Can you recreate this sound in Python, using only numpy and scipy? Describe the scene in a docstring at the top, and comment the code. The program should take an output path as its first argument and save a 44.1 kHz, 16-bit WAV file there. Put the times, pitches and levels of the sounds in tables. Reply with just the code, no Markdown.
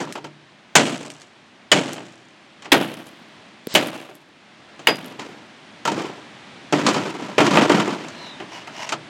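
"""A claw hammer bumps a hard plastic paddling pool, close by, in a soft outdoor hush. In the first
five seconds it smashes a phone on the pool floor five times. Each blow crushes glass and casing, booms
through the thin shell, sets fragments rattling and overloads the microphone. Chips tick down in between,
and two pops and a swish lead into the fourth blow. Then hammer and phone are knocked and dragged over
the ribbed plastic. Last, the phone slides along in three pushes, squeaking on the first."""
import sys
import numpy as np
from scipy import signal
from scipy.fft import rfft, irfft, next_fast_len
from scipy.io import wavfile

SR = 44100
rng = np.random.default_rng(int(sys.argv[2]) if len(sys.argv) > 2 else 0)


def dump(signal):
    """Clip the signal to [-1, 1] and save it as 16-bit WAV at the path in sys.argv[1]."""
    limited = np.clip(np.atleast_2d(signal).T, -1, 1)
    pcm = np.round(limited * 32767).astype(np.int16)
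    wavfile.write(sys.argv[1], SR, pcm)


N = 400898
T = np.arange(int(.8 * SR)) / SR  # seconds since the start of one hit

# hammer blows: (time [s], crack [dB], crush time [s], shell boom [dB], thud [dB], casing ring [dB],
# casing pitch [Hz], glass [dB], fine splinters [dB], steel ring [dB])
BLOWS = [(0.7529, -6, 0.013, -13.5, -2, -6.5, 2690, 4.5, -4.5, -32),
         (1.7152, -11.5, .012, -15.5, -0.5, 0, 3006, 3, -6.5, -34),
         (2.718, -8.5, 0.012, -16, -0.5, -3.5, 3366, -5.5, 9, -34),
         (3.7491, -10.5, 0.011, -17, -4, 1, 2970, -3.5, 5.5, -22),
         (4.8699, -9.5, 0.0058, -24, -3, -1.5, 2863, -7.5, 6, -12.5)]
# bumps against the pool: (time [s], level [dB], boom [dB], clack [dB], treble [dB], rebound [dB])
KNOCKS = [(.003, -21.5, -2.5, -21, -4, -4), (.154, -13.5, -15, -7.5, -17, -8.5),
          (0.243, -20, -9.5, -4.5, -11, -10.5), (1.048, -22.5, -8, -18, -14, -4),
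          (1.98, -19, -11.5, -13, -20, -2.5), (2.622, -21, -30, -18, -13, -3),
          (2.655, -16.5, -15, -20, -19, -19), (4.09, -25, -13, -16, -39, -6),
          (4.793, -21, -17, -15, -13, -11), (5.195, -15, -34, -9, -12, -8.5), (5.852, -6, -17, -3, -10, 0),
          (5.917, -15, -2.5, -5, -7, -14), (6.725, 0, -10, -9.5, -14.5, -16),
          (6.865, 2.5, -33, -19, -9, -5.5), (6.942, -6.5, -14, -17, -12.5, -7.5),
          (7.381, 6, -11.5, -10.5, -21, -1), (7.466, -0.5, -22, -13, -17, -18),
          (7.572, 8.5, -17.5, -21, -32.5, -9), (7.696, 1, -11, -8, -17, -3.5),
          (7.799, -3.5, -17, -7, -17, -11), (8.401, -14, -14, -20, -22, -8.5),
          (8.673, -17.5, -21, -5, -19, -14), (8.891, -8.5, -27.5, -14, -9.5, -19),
          (8.922, -3.5, -20.5, -9.5, -12.5, -26)]
# shoves of the hammer over the ribs: (time [s], level [dB], hold [s], fade [dB/s])
SHOVES = [(0.0, -23, 0.0022, 114), (5.03, -38, 0.116, 401), (5.189, -32.5, 0.048, 84),
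          (5.858, -26, 0.18, 105), (6.725, -20, 0.07, 56), (6.862, -19.5, 0.062, 37.5),
          (7.387, -14.5, 0.018, 63), (7.506, -13, 0.085, 54), (7.683, -14, 0.041, 65.5)]
# pushes of the broken phone: (time of top speed [s], level [dB], build-up [s])
PUSHES = [(8.25, -41.5, 0.13), (8.55, -35.5, 0.045), (8.816, -29.5, 0.064)]
# glass chips landing: (time [s], level [dB], sparkle [dB])
CHIPS = [(.1245, -20, -21), (1.1024, -23, -26.5), (1.2172, -28, -35), (1.932, -22, -17.5),
         (3.0684, -34.5, -11), (3.871, -30.5, -2), (4.1528, -43.5, -1), (5.0605, -43, 4),
         (7.4679, -10, -56), (8.0847, -23, -45)]
# dry pops: (time [s], level [dB], fade time [s]); a fade time, or t60, is the time to drop by 60 dB
POPS = [(3.671, -13.5, 0.019), (3.742, -7.5, 0.0089)]
# recorded level of the hush, set by the recorder's gain recovering after blows: (time [s], level [dB])
RECORDED_HUSH_LEVELS = [(0, -50), (2.2, -49.5), (3.4, -45.5), (4.2, -52), (4.8, -45), (5.45, -45.5),
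                        (6.3, -42.5), (8.199, -40), (9.1, -41.5)]

# tone colours, or how strong the lows and highs are: (frequency [Hz], level [dB])
CRACK_COLOUR = [(24, -61.5), (40, -45), (305, -0.5), (663, -3.5), (810, -2.5), (1180, -6), (1630, -3.5),
                (1760, -5.5), (2100, -4), (3300, -7.5), (3930, -11.5), (5580, -14.5), (7000, -11.5),
                (14100, -41), (16000, -34.5)]  # the phone breaking
SHELL_COLOUR = [(35, -69), (60, -48), (100, -12.5), (133, -14), (172, -1), (281, 4.5), (398, -6.5),
                (621, -5.5), (1090, -13.5), (2250, -15.5), (2900, -13.5), (4970, -26.5), (7750, -29),
                (14900, -50.5), (16000, -39)]  # the pool's thin shell buzzing
GLASS_COLOUR = [(300, -16), (2000, 2.5), (4000, 0.5), (7000, 3), (10000, -6.5), (16000, -26.5)]  # loose bits of glass
BUMP_COLOUR = [(41, -68), (70, -25), (336, 7), (566, -2.5), (744, -0.5), (1410, -7), (1580, -11),
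               (2020, -8.5), (2220, -10), (2540, -8), (3820, -14.5), (7390, -19), (16000, -62.5)]  # a knock on plastic
RUB_COLOUR = [(35, -66), (60, -34), (81, -25), (110, -10), (202, 2.5), (315, 2.5), (553, -7), (767, -8.5),
              (862, -9), (946, 0.5), (1090, -10), (2520, -14.5), (3760, -19), (7400, -27), (16000, -65.5)]  # the hammer rubbing the floor
GROOVE_COLOUR = [(900, 0), (2500, -6), (8000, -12)]  # rounded ribs dulling a bump
SCRAPE_COLOUR = [(59, -42), (100, -28), (151, -28), (523, -17), (617, -1), (791, -9.5), (972, -1.5),
                 (1200, -14), (1850, -10), (2130, -12), (2320, -10), (2910, -22.5), (3890, -20.5),
                 (5640, -14), (14000, -51)]  # the phone's rim scraping
HUSH_COLOUR = [(15, -71.5), (25, -40.5), (49, -12.5), (180, -3), (212, 0), (373, -5), (476, -10), (591, -6),
               (1440, -10), (1610, -8.5), (1940, -9), (3430, -12.5), (9320, -32.5), (13200, -57.5),
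               (16000, -54)]  # outdoor air

# notes that ring after a hit: (frequency [Hz], level [dB], fade time [s])
POOL_NOTES = [(121.6, -8, 0.89), (148.5, 0, 0.7), (180.2, -4.5, 0.7), (291.6, 6, 0.39), (329, -2.5, 1),
              (614, 3, 0.29), (733, 3.5, 0.086)]  # the hollow shell
STEEL_NOTES = [(2525, -18.5, .2), (2890, -7, .15), (4510, -11, .12), (4890, -1.5, 0.18), (4960, -5.5, .1),
               (5060, -11.5, .08)]  # the hammer head on the phone's frame

# resonances, the pitches a part likes to shake at: (frequency [Hz], width [Hz], level [dB])
CASING_PEAKS = [(1860, 64, -17), (2290, 20, 3), (2560, 40, -10.5)]  # the phone's casing
FLOOR_PEAKS = [(596, 18, 1.5), (935, 35, 10.5), (1185, 35, -4.5), (1325, 54, 8), (3104, 78, -7.5)]  # the ribbed floor near the contact
BACK_PEAKS = [(965, 92, -1.0), (1580, 170, -20.5), (2120, 136, -6.5), (2880, 170, 7.5)]  # phone's back

# how long the lows and highs of a crack, boom or bump last: (frequency [Hz], fade time [s])
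CRACK_FADES = [(60, 0.13), (300, 0.3), (1000, 0.16), (3000, 0.15), (7000, 0.11), (14000, .055)]
SHELL_FADES = [(100, 0.42), (300, 0.71), (1000, 0.74), (3000, 0.74), (10000, 0.81)]
BUMP_FADES = [(120, 0.46), (400, 0.19), (1500, 0.092), (5000, 0.097), (14000, .055)]

RATTLE_DB, RATTLE_FADE_S = -30, 1.05
REBOUND_S = .023
SQUEAK_S, SQUEAK_HZ, SQUEAK_SAG_HZ_PER_S, SQUEAK_WAVER_HZ = 8.29, 3880, 2800, 140
TOP_HZ = 16000


def blows():
    """The hammer crushes the phone, the shell booms and loose fragments dance on it."""
    out = np.zeros(N)
    for s, db, crush_s, boom_db, thud_db, casing_db, casing_hz, glass_db, splinter_db, steel_db in BLOWS:
        fractures = grit(len(T), per_s=2800, spread_db=4.0, t60=0.0045)
        crack = dying(unit(coloured(fractures, CRACK_COLOUR)), CRACK_FADES, hold=crush_s, rise=0.012)
        # the casing rings at a new pitch as it breaks up
        casing = unit(resonate(fractures, CASING_PEAKS + [(casing_hz, 150, 0)]))
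        casing *= amp(casing_db - 60 * np.maximum(T - crush_s, 0) / .085) * (1 - np.exp(-T / 0.0013))
        # the flexing floor buzzes against the phone and the ground
        slaps = grit(len(T), per_s=540, spread_db=-4.5, t60=0.036)
        buzz = unit(coloured(slaps, SHELL_COLOUR)) + amp(-12) * unit(resonate(slaps, FLOOR_PEAKS))
        boom = dying(buzz, SHELL_FADES, hold=0.0091, rise=.012)
        boom += amp(-9) * ring(POOL_NOTES, attack=0.0074)
        fragments = unit(coloured(grit(len(T), per_s=70, spread_db=5, t60=.014), GLASS_COLOUR))
        rattle = amp(RATTLE_DB - 60 * T / RATTLE_FADE_S) * fragments
        # breaking is most violent while the head is still sinking in
        violence = 1 + amp(-2) * np.exp(-(T / crush_s) ** 4)
        smash = amp(db) * (violence * (crack + casing) + rattle) + amp(boom_db) * boom
        colour = [(250, thud_db), (600, 0.0092), (3500, 0.0016),
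                  (6500, glass_db), (8000, glass_db), (12000, splinter_db)]
        add(out, s, coloured(smash, colour))
        add(out, s, amp(steel_db) * ring(STEEL_NOTES, attack=.02))
    return out


def knocks():
    """Lighter hits: a plastic clack with the hollow ring of the shell, and a quick rebound."""
    out = np.zeros(N)
    for s, db, boom_db, clack_db, treble_db, rebound_db in KNOCKS:
        colour = [(350, boom_db + 7), (1100, 0), (2500, 0), (6000, treble_db + 14)]
        for delay, loss_db in [(0, 0), (REBOUND_S, rebound_db)]:
            chatter = rng.standard_normal(len(T))
            bump = coloured(unit(coloured(chatter, BUMP_COLOUR)), colour)
            clack = amp(clack_db + 4.5) * unit(resonate(chatter, FLOOR_PEAKS))
            strike = dying(bump + clack, BUMP_FADES, hold=.001, rise=0.0012)
            hollow = amp(boom_db - 6.5) * ring(POOL_NOTES, attack=0.0051)
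            add(out, s + delay, amp(db + loss_db - 11) * (strike + hollow))
    return out


def drags():
    """The hammer catches and slips on the ribs, shaking the shell and grinding crumbs of glass."""
    force = np.linalg.norm([shove(*row) for row in SHOVES], axis=0)
    slips = grit(N, per_s=340, spread_db=2, t60=0.066)
    floor = amp(-2.5) * unit(coloured(slips, RUB_COLOUR))
    floor += amp(-10.5) * unit(resonate(slips, FLOOR_PEAKS))
    drops = grit(N, per_s=30, spread_db=3.5, t60=.08)  # the head drops into grooves
    bumps = unit(coloured(coloured(drops, BUMP_COLOUR), GROOVE_COLOUR))
    crumbs = unit(coloured(grit(N, per_s=100, spread_db=8.5, t60=0.013), GLASS_COLOUR))
    return force * (floor + amp(-7) * bumps + amp(-28) * crumbs)


def pops():
    """Each pop is a sharp tick with a short low thump."""
    out = np.zeros(N)
    for s, db, t60 in POPS:
        tick = rng.standard_normal(len(T)) * amp(-2.5 - 60 * T / 0.0037)
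        thump = ring([(221, 2.3, t60), (450, -1.0, t60)], attack=0.00095)
        add(out, s, amp(db) * (tick + thump))
    return out


def chips():
    """Bits of glass fall back and tick on the plastic."""
    out = np.zeros(N)
    for s, db, sparkle_db in CHIPS:
        tick = unit(coloured(rng.standard_normal(len(T)), GLASS_COLOUR))
        tick = coloured(tick, [(7000, 0), (12000, sparkle_db + 25)])
        fade = amp(-60 * T / 0.0075) + amp(-8.5 - 60 * T / 0.079)  # a snap, then a softer tail
        add(out, s, amp(db - 7) * tick * fade)
    return out


def slide():
    """The phone's rim rasps finely on the plastic and its hollow back rings along."""
    speed = sum(push(*row) for row in PUSHES)
    rasp = grit(N, per_s=500, spread_db=0, t60=0.023)
    rim = amp(-3) * unit(coloured(rasp, SCRAPE_COLOUR))
    back = amp(-6) * unit(resonate(rasp, BACK_PEAKS))
    return speed * (rim + back)


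def swish():
    """A short high hiss that swells into the fourth blow."""
    colour = [(2000, -2), (4800, 2), (6000, -5), (7800, -3), (11000, -34)]
    hiss = unit(coloured(rng.standard_normal(N), colour))
    return push(s=3.74, db=-33.5, build_up_s=0.045) * hiss


def squeak():
    """Smooth plastic sticks and slips, making a thin, unsteady note that sinks."""
    waver = unit(filtered(rng.standard_normal(N), lambda hz: hz < 200))
    hz = SQUEAK_HZ - SQUEAK_SAG_HZ_PER_S * (np.arange(N) / SR - SQUEAK_S) + SQUEAK_WAVER_HZ * waver
    note = unit(np.sin(2 * np.pi * np.cumsum(hz) / SR))
    return push(SQUEAK_S, db=-41.5, build_up_s=0.12) * note


def air():
    """A soft background hush whose recorded level dips after loud blows and creeps back up."""
    s, db = np.transpose(RECORDED_HUSH_LEVELS)
    hush = unit(coloured(rng.standard_normal(N), HUSH_COLOUR))
    return amp(np.interp(np.arange(N) / SR, s, db)) * hush


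def shove(s, db, hold, fade_db_per_s, attack_s=0.0017):
    """The force of one shove: it bites at once, holds, then eases off."""
    t = np.maximum(np.arange(N) / SR - s, 0)
    return amp(db - fade_db_per_s * np.maximum(t - hold, 0)) * (1 - np.exp(-t / attack_s))


def push(s, db, build_up_s, stop_s=0.07):
    """The speed of one hand movement: it builds up until time s, then comes to rest."""
    t = np.arange(N) / SR - s
    return amp(db) * np.exp(-(t / np.where(t < 0, build_up_s, stop_s)) ** 2)


def grit(size, per_s, spread_db, t60):
    """A stream of tiny random contacts, each a short puff of noise."""
    hits = rng.random(size) < per_s / SR
    contacts = hits * amp(spread_db * np.clip(rng.standard_normal(size), -2, 2))
    power = signal.lfilter([1], [1, -amp(-120 / (t60 * SR))], contacts ** 2)  # each gets a fading tail
    return unit(np.sqrt(power) * rng.standard_normal(size))


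def dying(x, fade_times, hold, rise):
    """Each octave swells, holds and dies at its own speed; slow bending waves make the bass come late."""
    centres = np.geomspace(60, 15360, 9)
    band_shapes = [np.c_[centres, weights] for weights in np.eye(len(centres))]
    bands = filtered(x, lambda hz: np.array([along(shape, hz) for shape in band_shapes]))
    fade = amp(-60 * np.maximum(T - hold, 0) / along(fade_times, centres)[:, None])
    swell = 1 - np.exp(-T / (rise * np.sqrt(centres[0] / centres[:, None])))
    return np.sum(bands * fade * swell, axis=0)


def ring(notes, attack):
    """The fading notes of a struck object, with slightly new strengths every time."""
    hz, db, t60 = np.transpose(notes)[:, :, None]
    strength = amp(db + 2 * rng.standard_normal(hz.shape) - 60 * T / t60)
    waves = np.sin(2 * np.pi * (hz * T + rng.random(hz.shape)))
    return np.sum(strength * waves, axis=0) * (1 - np.exp(-T / attack))


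def resonate(x, peaks):
    """Shake an object with x: the pitches near its resonances come through."""
    return filtered(x, lambda hz: sum(
        (-1) ** k * amp(db) * 1j * hz * width / (centre ** 2 - hz ** 2 + 1j * hz * width)
        for k, (centre, width, db) in enumerate(peaks)))


def coloured(x, colour):
    """Shape x with (frequency [Hz], level [dB]) points."""
    return filtered(x, lambda hz: amp(along(colour, hz)))


def filtered(x, response):
    """Multiply each frequency in x by response(hz)."""
    size = next_fast_len(len(x) + 4096)
    return irfft(rfft(x, size) * response(np.fft.rfftfreq(size, 1 / SR)), size)[..., :len(x)]


def along(points, hz):
    """Read between (frequency [Hz], value) points on a log frequency scale."""
    frequencies, values = np.transpose(points)
    return np.interp(np.log(hz + 1), np.log(frequencies + 1), values)


def add(track, s, sound):
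    """Mix a sound into the track at time s."""
    part = track[max(round(s * SR), 0):]
    part[:len(sound)] += sound[:len(part)]


def amp(db):
    """Turn decibels into a multiplier."""
    return 10 ** (np.asarray(db) / 20)


def unit(x):
    """Scale x to an average strength (rms) of 1."""
    return x / np.sqrt(np.mean(x ** 2) + 1e-20)


def scene():
    """All the sounds together in one channel."""
    return (blows() + knocks() + chips() + pops() + drags() + slide() + squeak() + swish() + air())[None]


def record(dry):
    """The small microphone loses deep bass and the highest treble, and squashes the loudest peaks."""
    x = coloured(dry[0], [(30, -19.0), (80, -8.5), (115, -0.5), (12000, -0.5), (16000, -6.5)])
    squashed = x / (1 + np.abs(x) ** 5) ** (1 / 5)
    return filtered(squashed, lambda hz: hz < TOP_HZ)[None]


dry = scene()
out = record(dry)
dump(out)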